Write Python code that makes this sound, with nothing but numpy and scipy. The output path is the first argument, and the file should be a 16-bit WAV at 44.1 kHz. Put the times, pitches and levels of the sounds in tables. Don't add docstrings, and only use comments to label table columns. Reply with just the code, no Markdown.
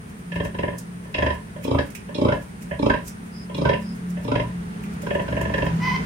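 import sys
import numpy as np
from scipy import signal
from scipy.fft import rfft, irfft, next_fast_len
from scipy.io import wavfile
from scipy.ndimage import map_coordinates

SR = 44100
rng = np.random.default_rng(int(sys.argv[2]) if len(sys.argv) > 2 else 0)


def waveform_to_disk(signal):
    frames = np.transpose(np.atleast_2d(signal))
    scaled = np.clip(frames, -1, 1) * 32767
    samples = np.round(scaled).astype(np.int16)
    wavfile.write(sys.argv[1], SR, samples)


N = 266893

# frequency_hz, correlation
COHERENCE = [(140, 0.97), (210, 0.85), (330, 0.028), (640, -0.0018), (1200, -0.69), (3000, 0.0039),
             (12000, -0.33)]
# frequency_hz, t60_s
PEN_DECAY = [(100, 0.25), (500, 0.23), (1800, 0.26), (5000, 0.23), (12000, 0.1)]
# frequency_hz, width_hz, gain_db
PEN_MODES = [(56, 7, 0), (72, 10, 6), (120, 9, 7), (172, 14, -9), (276, 16, -2), (574, 14, -11),
             (967, 14, -14), (1785, 16, -12)]
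# frequency_hz, gain_db
AIR_SPECTRUM = [(25, -20), (55, -9), (105, -11), (150, -5), (190, -6.5), (250, -12), (330, -19), (440, -16),
                (540, -25.5), (1300, -24), (1900, -26.5), (4070, -40.5), (7000, -43.5), (9500, -55)]
HISS_SPECTRUM = [(5000, -14), (7500, -12), (9000, 1), (10200, -6.5), (11500, -16.5), (15500, -15)]
# time_s, level_db
AIR_LEVEL = [(0, -47.5), (3.6, -47), (4.8, -43.5), (6.05, -36.5)]
# time_s, fifth_order_hz, level_db
ENGINE_COURSE = [(0, 173, -44), (.5, 174, -35.5), (1.2, 177, -42), (2.5, 177, -44), (3.3, 177, -37.5),
                 (3.9, 179, -31.5), (4.55, 175, -36.5), (4.95, 171, -32.5), (5.5, 168, -33.5),
                 (5.85, 164, -28), (6.05, 160, -30)]
ORDER_NUMBERS = [4, 5, 6, 7, 10, 12]
ORDER_DB = [-43, 1, -3.5, -17.5, -23, -23.5]
# start_s, end_s, pitch_hz, level_db
WHISTLES = [(3.306, 3.483, 5060, -49.5), (3.81, 3.97, 5040, -51)]
# time_s, level_db, cheek_db, rise_s
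SMACKS = [(.453, -43.5, 3, 0.012), (.786, -32, -41, .004), (1.645, -41.5, 6, 0.012),
          (1.903, -42.5, -2, .001), (1.951, -35.5, 5.5, 0.0014), (2.626, -43, 0, 0.01),
          (3.083, -32.5, -15, 0.016), (4.105, -45, -8, 0.011), (4.839, -57.5, 19, 0.0043),
          (5.021, -40, -2, 0.0026), (5.413, -37, -13, 0.00089), (5.656, -45, -3, .006)]
# frequency_hz, gain_db
LIP_SPECTRUM = [(2500, -23), (5500, 3), (7500, 3), (10500, 1), (15000, -4)]
CHEEK_SPECTRUM = [(500, -18), (1400, 0), (2500, 14), (4200, -13), (7000, -8.5)]
PIGLET_TRACT = [(500, -29), (850, 6), (1020, 8.5), (1500, -10.5), (2070, 10), (2550, -3.5), (3080, -3.5),
                (3700, -17), (4800, -13), (6100, -19), (7500, -46), (14000, -33)]
# time_s, pitch_hz, level_db
SQUEAL_CONTOUR = [(5.795, 979, -48), (5.83, 991, -31.5), (5.88, 1032, -27.5), (5.915, 978, -32),
                  (5.945, 1048, -32), (5.972, 1022, -27)]
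# frequency_hz, width_hz, gain_db
SNOUT_FORMANTS = [(122, 89, -11.5), (260.5, 92, 0.5), (418, 101, -2.5), (554, 68, -1.5), (854, 80, -8),
                  (2295, 112.6, -24), (2650, 64, -27), (3195, 220, -25), (3780, 400, -26),
                  (5040, 440, -28.5), (5970, 100, -35.5), (7040, 1000, -43)]
MOUTH_FORMANTS = [(120, 140, -7), (246.5, 57, -11), (402, 117, -2), (586.5, 132, 4.5), (990, 99.5, 0),
                  (2107, 134, -14), (2693, 465, -14), (3220, 190, -17.5), (3840, 250, -26.5),
                  (5000, 1100, -31.5), (6660, 1100, -43)]
# opening_fraction, frequency_hz, width_hz, gain_db
JAW_FORMANT = [(0, 1060, 110, -16), (.48, 1270, 170, -13.5), (.6, 1680, 240, -11), (.8, 1760, 190, -7)]
# frequency_hz, exponent_of_opening
GAP_EXPONENT = [(300, 1.53), (700, 0.99), (1100, 1.13), (2000, 1.68)]
# frequency_hz, lead_rad
LEFT_LEAD = [(130, 0.5), (290, -1.5), (600, -1.42), (950, -5), (1640, -1), (3000, -4.5)]
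# time_s, level_db
CATCHES = [(1.052, -35.5), (1.561, -32), (2.089, -31), (2.712, -23), (3.495, -30), (4.17, -28)]
# start_s, end_s, beat_count, slowing_fraction, effort_db, swell_db, fade_db,
# half_open_after_s, widest_fraction, sharpness_db, snap_db
GRUNTS = [(0.32, 0.451, 4, 0.14, 0, 17.5, 4.5, -0.15, 0.83, -3, 1.5),
          (0.546, 0.733, 5, 0.07, 1, 12, 14.5, -0.033, 0.85, -4.5, -14),
          (1.144, 1.303, 5, 0, 4, 12.5, 6.5, -0.06, 0.87, 0, 7.5),
          (1.646, 1.787, 5, 0.09, 10, 17.5, 8, 0.11, 0.87, -3.5, 3),
          (2.148, 2.322, 6, 0.03, 8.5, 18.5, 6, 0.12, 0.82, -1, 8),
          (2.792, 2.939, 5, 0.06, 9, 9, 8.5, 0.0833, 0.9, 0.5, -9),
          (3.546, 3.733, 6, .05, 6, 15, 7, 0.097, 0.96, 1.5, 7),
          (4.246, 4.397, 5, .07, 4.5, 12.5, 5, 0.0586, 0.87, 0, -4.5),
          (5.03, 5.195, 5, 0.07, 2.5, 12.5, 2.5, 0.018, 0.87, -6, -3),
          (5.282, 5.496, 6, 0, -0.5, 5.5, 4, -0.021, 0.84, -5.5, 4.5),
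          (5.54, 5.665, 4, 0.04, 0.5, 4.5, 1, -0.058, 0.88, -1.5, 7.5)]
# frequency_hz, gain_db
BREATH_SPECTRUM = [(1000, 12), (3000, 7.3), (5000, 20.4)]
PUFF_SPECTRUM = [(150, -10), (600, -4), (1500, 7.5), (3000, 3.5)]
CLAP_SPECTRUM = [(1000, 0), (1800, -4), (3000, -18)]
# frequency_hz, db_per_db_of_sharpness
BITE = [(1300, 0.15), (2600, 1), (5000, 0.59)]
DULLING = [(3200, 0.38), (4200, 2.7)]
# frequency_hz, left_gain_db
SOW_BALANCE = [(300, -1.2), (700, -1.05), (1300, -0.82), (4000, -1.4)]


def amp(db):
    return 10 ** (np.asarray(db) / 20)


def unit(x):
    return x / np.sqrt(np.mean(x ** 2) + 1e-20)


def along(points, hz):
    frequencies, values = np.transpose(points)
    return np.interp(np.log(hz + 1), np.log(frequencies + 1), values)


def curves(rows, at=None):
    knots, *columns = np.transpose(rows)
    return [np.interp(np.arange(N) / SR if at is None else at, knots, c) for c in columns]


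def wobble(rate_hz):
    knots = rng.standard_normal(int(N * rate_hz / SR) + 4)
    return map_coordinates(knots, [np.arange(N) * rate_hz / SR])


def filtered(x, response):
    n = x.shape[-1]
    size = next_fast_len(n + SR // 2 if n > SR else 2 * n)
    return irfft(rfft(x, size) * response(np.fft.rfftfreq(size, 1 / SR)), size)[..., :n]


def coloured(x, spectrum):
    return filtered(x, lambda hz: amp(along(spectrum, hz)))


def minimum_phase(gain):
    cepstrum = irfft(np.log(gain + 1e-6))
    half = len(cepstrum) // 2
    return np.exp(rfft(np.r_[cepstrum[0], 2 * cepstrum[1:half], cepstrum[half], np.zeros(half - 1)]))


def add(track, start_s, sound):
    part = track[:, max(round(start_s * SR), 0):][:, :sound.shape[-1]]
    part += sound[..., :part.shape[-1]]


def diffuse(pair):
    def mid_side_gains(hz):
        angle = np.arccos(along(COHERENCE, hz)) / 2
        return np.array([np.cos(angle), np.sin(angle)])
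    mid, side = filtered(pair, mid_side_gains)
    return np.array([mid + side, mid - side])


def in_pen(x, wet_db, build_s=0.0073):
    hz, t, noise = signal.stft(rng.standard_normal((2, SR // 3)), SR, nperseg=256)
    envelope = amp(-60 * t / along(PEN_DECAY, hz)[:, None]) * (1 - np.exp(-t / build_s))
    tail = signal.istft(noise * envelope, SR, nperseg=256)[1]
    response = amp(wet_db) * coloured(diffuse(tail / np.linalg.norm(tail[0])), [(120, 5.5), (500, 0)])
    response[:, 0] += 1
    return signal.fftconvolve(np.atleast_2d(x), response, axes=1)


def pen_modes(hz):
    return sum(amp(db) * 1j * hz * width / (centre ** 2 - hz ** 2 + 1j * hz * width)
               for centre, width, db in PEN_MODES)


def background(air_db=8, hiss_db=-56):
    air = unit(coloured(diffuse(rng.standard_normal((2, N))), AIR_SPECTRUM))
    air *= amp(curves(AIR_LEVEL)[0] + air_db + 0.27 * wobble(8))
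    hiss = unit(coloured(rng.standard_normal((2, N)), HISS_SPECTRUM))
    return air + hiss * amp(hiss_db) * amp([[-1.5], [1.5]])


def engine(gain_db=2, flutter_db=3.5):
    fifth_order_hz, level_db = curves(ENGINE_COURSE)
    phase = 2 * np.pi * np.cumsum(fifth_order_hz / 5) / SR
    hum = sum(amp(db + flutter_db * wobble(8)) * np.sin(order * phase + .5 * wobble(12))
              for order, db in zip(ORDER_NUMBERS, ORDER_DB))
    return amp(level_db + gain_db) * unit(hum)


def whistles(half_width_hz=220):
    out = np.zeros((2, N))
    for start_s, end_s, pitch_hz, level_db in WHISTLES:
        n = int((end_s - start_s) * SR)
        noise = rng.standard_normal((2, n))
        band = filtered(noise, lambda hz: 1 / (1 + ((hz - pitch_hz) / half_width_hz) ** 2))
        add(out, start_s, amp(level_db) * unit(band) * signal.windows.tukey(n, .7))
    return out


def suckling(lip_gain_db=-3, cheek_gain_db=-5, t60_s=0.079, tick_count=40):
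    out = np.zeros((2, N))
    t = np.arange(-SR // 10, SR // 10) / SR
    ticks = [(when * N / SR, -59 + 9 * size, -1, 0.017) for when, size in rng.random((tick_count, 2))]
    for time_s, level_db, cheek_db, rise_s in list(SMACKS) + ticks:
        crackle = rng.standard_normal((2, len(t))) * amp(5 * rng.standard_normal(len(t)))
        lips = amp(lip_gain_db) * unit(coloured(crackle, LIP_SPECTRUM))
        cheeks = amp(cheek_gain_db + cheek_db) * unit(coloured(crackle, CHEEK_SPECTRUM))
        envelope = np.exp(np.minimum(t, 0) / rise_s) * amp(-60 * np.maximum(t, 0) / t60_s)
        add(out, time_s + t[0], amp(level_db) * in_pen((lips + cheeks) * envelope, wet_db=-6.5))
    return out * amp([[-2.5], [2.5]])


def squeal(gain_db=3, subharmonic=0.58, rasp=0.19, jitter=0.015):
    pitch_hz, level_db = curves(SQUEAL_CONTOUR)
    t = np.arange(N) / SR
    span = (t > SQUEAL_CONTOUR[0][0]) & (t < SQUEAL_CONTOUR[-1][0])
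    phase = 2 * np.pi * np.cumsum(pitch_hz * (1 + jitter * wobble(300))) / SR
    half_orders = np.arange(1, 20)[:, None]
    strengths = np.where(half_orders % 2, subharmonic, 1)
    folds = unit((strengths * np.cos(half_orders * phase[span] / 2)).sum(0))
    breath = coloured(rng.standard_normal(span.sum()), BREATH_SPECTRUM)
    envelope = amp(level_db[span] + gain_db) * signal.windows.tukey(span.sum(), .1)
    cry = unit(coloured(folds + rasp * breath, PIGLET_TRACT)) * envelope
    out = np.zeros((2, N))
    add(out, t[span][0], in_pen(cry, wet_db=-3))
    return out * amp([[-1], [1]])


def airway(formants, hz, vary_db=1.8):
    return sum(amp(db + vary_db * rng.standard_normal()) / (1 + 2 * ((hz - centre) / width) ** 2) ** 1.5
               for centre, width, db in formants)


def scatter(hz, width_hz=220):
    centres_hz = np.array([160, 280, 280, 430, 570, 570, 800, 980, 980, 1700])
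    centres_hz = centres_hz * (1 + .1 * rng.standard_normal(10))
    poles = np.prod([centre ** 2 - hz ** 2 + 1j * hz * width_hz for centre in centres_hz], axis=0)
    return np.conj(poles) / poles


def fold_beat(opening, sharpness_db, snout_scale, puff_s=0.0049, wall_delay_s=0.02, size=4096):
    t, hz = np.arange(size) / SR, np.fft.rfftfreq(size, 1 / SR)
    burst = rng.standard_normal((2, size)) * t * np.exp(-t / puff_s)
    puff = rfft(diffuse(burst / np.linalg.norm(burst[0]))) * amp(along(PUFF_SPECTRUM, hz))
    clap = scatter(hz) * amp(along(CLAP_SPECTRUM, hz))
    clap = clap * np.exp(.5j * along(LEFT_LEAD, hz) * [[1], [-1]])
    source = clap + (0.66 + 0.25 * opening) * puff
    snout = (1 - opening) * airway(SNOUT_FORMANTS, hz / snout_scale)
    mouth = opening ** along(GAP_EXPONENT, hz) * airway(MOUTH_FORMANTS, hz)
    jaw = airway([curves(JAW_FORMANT, opening)], hz)
    closure = amp(sharpness_db * along(BITE if sharpness_db > 0 else DULLING, hz))
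    wall_echo = 1 + 0.17 * np.exp(-2j * np.pi * hz * wall_delay_s)
    return irfft(source * minimum_phase((snout + mouth + jaw) * closure) * wall_echo)


def beat_times(length_s, count, slowing):
    ends = np.cumsum((1 + slowing) ** np.arange(round(count) - 1))
    return length_s * np.r_[0, ends / ends[-1]]


def grunt(length_s, count, slowing, effort_db, swell_db, fade_db, half_open_s, widest, sharpness_db,
          snap_db, attack_s=0.1, release_s=0.068, jaw_s=0.031):
    out = np.zeros((2, SR))
    for s in beat_times(length_s, count, slowing):
        weak_db = swell_db * np.maximum(1 - s / attack_s, 0) ** 2
        spent_db = fade_db * np.maximum(1 - (length_s - s) / release_s, 0)
        opening = widest / (1 + np.exp((half_open_s - s) / jaw_s))
        pop_db = 11.5 * np.exp(-((s - half_open_s - 0.036) / 0.01) ** 2)
        edge_db = sharpness_db + snap_db * (s == 0) + weak_db + pop_db
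        snout_scale = 1 + 0.063 * np.exp(-s / 0.029)
        add(out, s, amp(effort_db - weak_db - spent_db) * fold_beat(opening, edge_db, snout_scale))
    return out


def sow(gain_db=21, catch_gain_db=17, boom_db=7.5, lead_s=0.0022):
    voice = np.zeros((2, N))
    for start_s, end_s, *gesture in GRUNTS:
        add(voice, start_s - lead_s, amp(gain_db) * in_pen(grunt(end_s - start_s, *gesture), wet_db=-6.5))
    for time_s, level_db in CATCHES:
        catch = in_pen(fold_beat(opening=1, sharpness_db=-10, snout_scale=1), wet_db=-3)
        add(voice, time_s - lead_s, amp(gain_db + catch_gain_db + level_db) * catch)
    boom = amp(boom_db) * filtered(voice.mean(0), pen_modes)
    return filtered(voice, lambda hz: amp(along(SOW_BALANCE, hz) * [[1], [-1]])) + boom


def scene():
    return sow() + squeal() + suckling() + whistles() + engine() + background()


def record(dry):
    low_hz, top_hz = 38.0, 15900
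    return filtered(dry, lambda hz: (hz < top_hz) * hz ** 4 / np.sqrt(hz ** 8 + low_hz ** 8))


dry = scene()
out = record(dry)
waveform_to_disk(out)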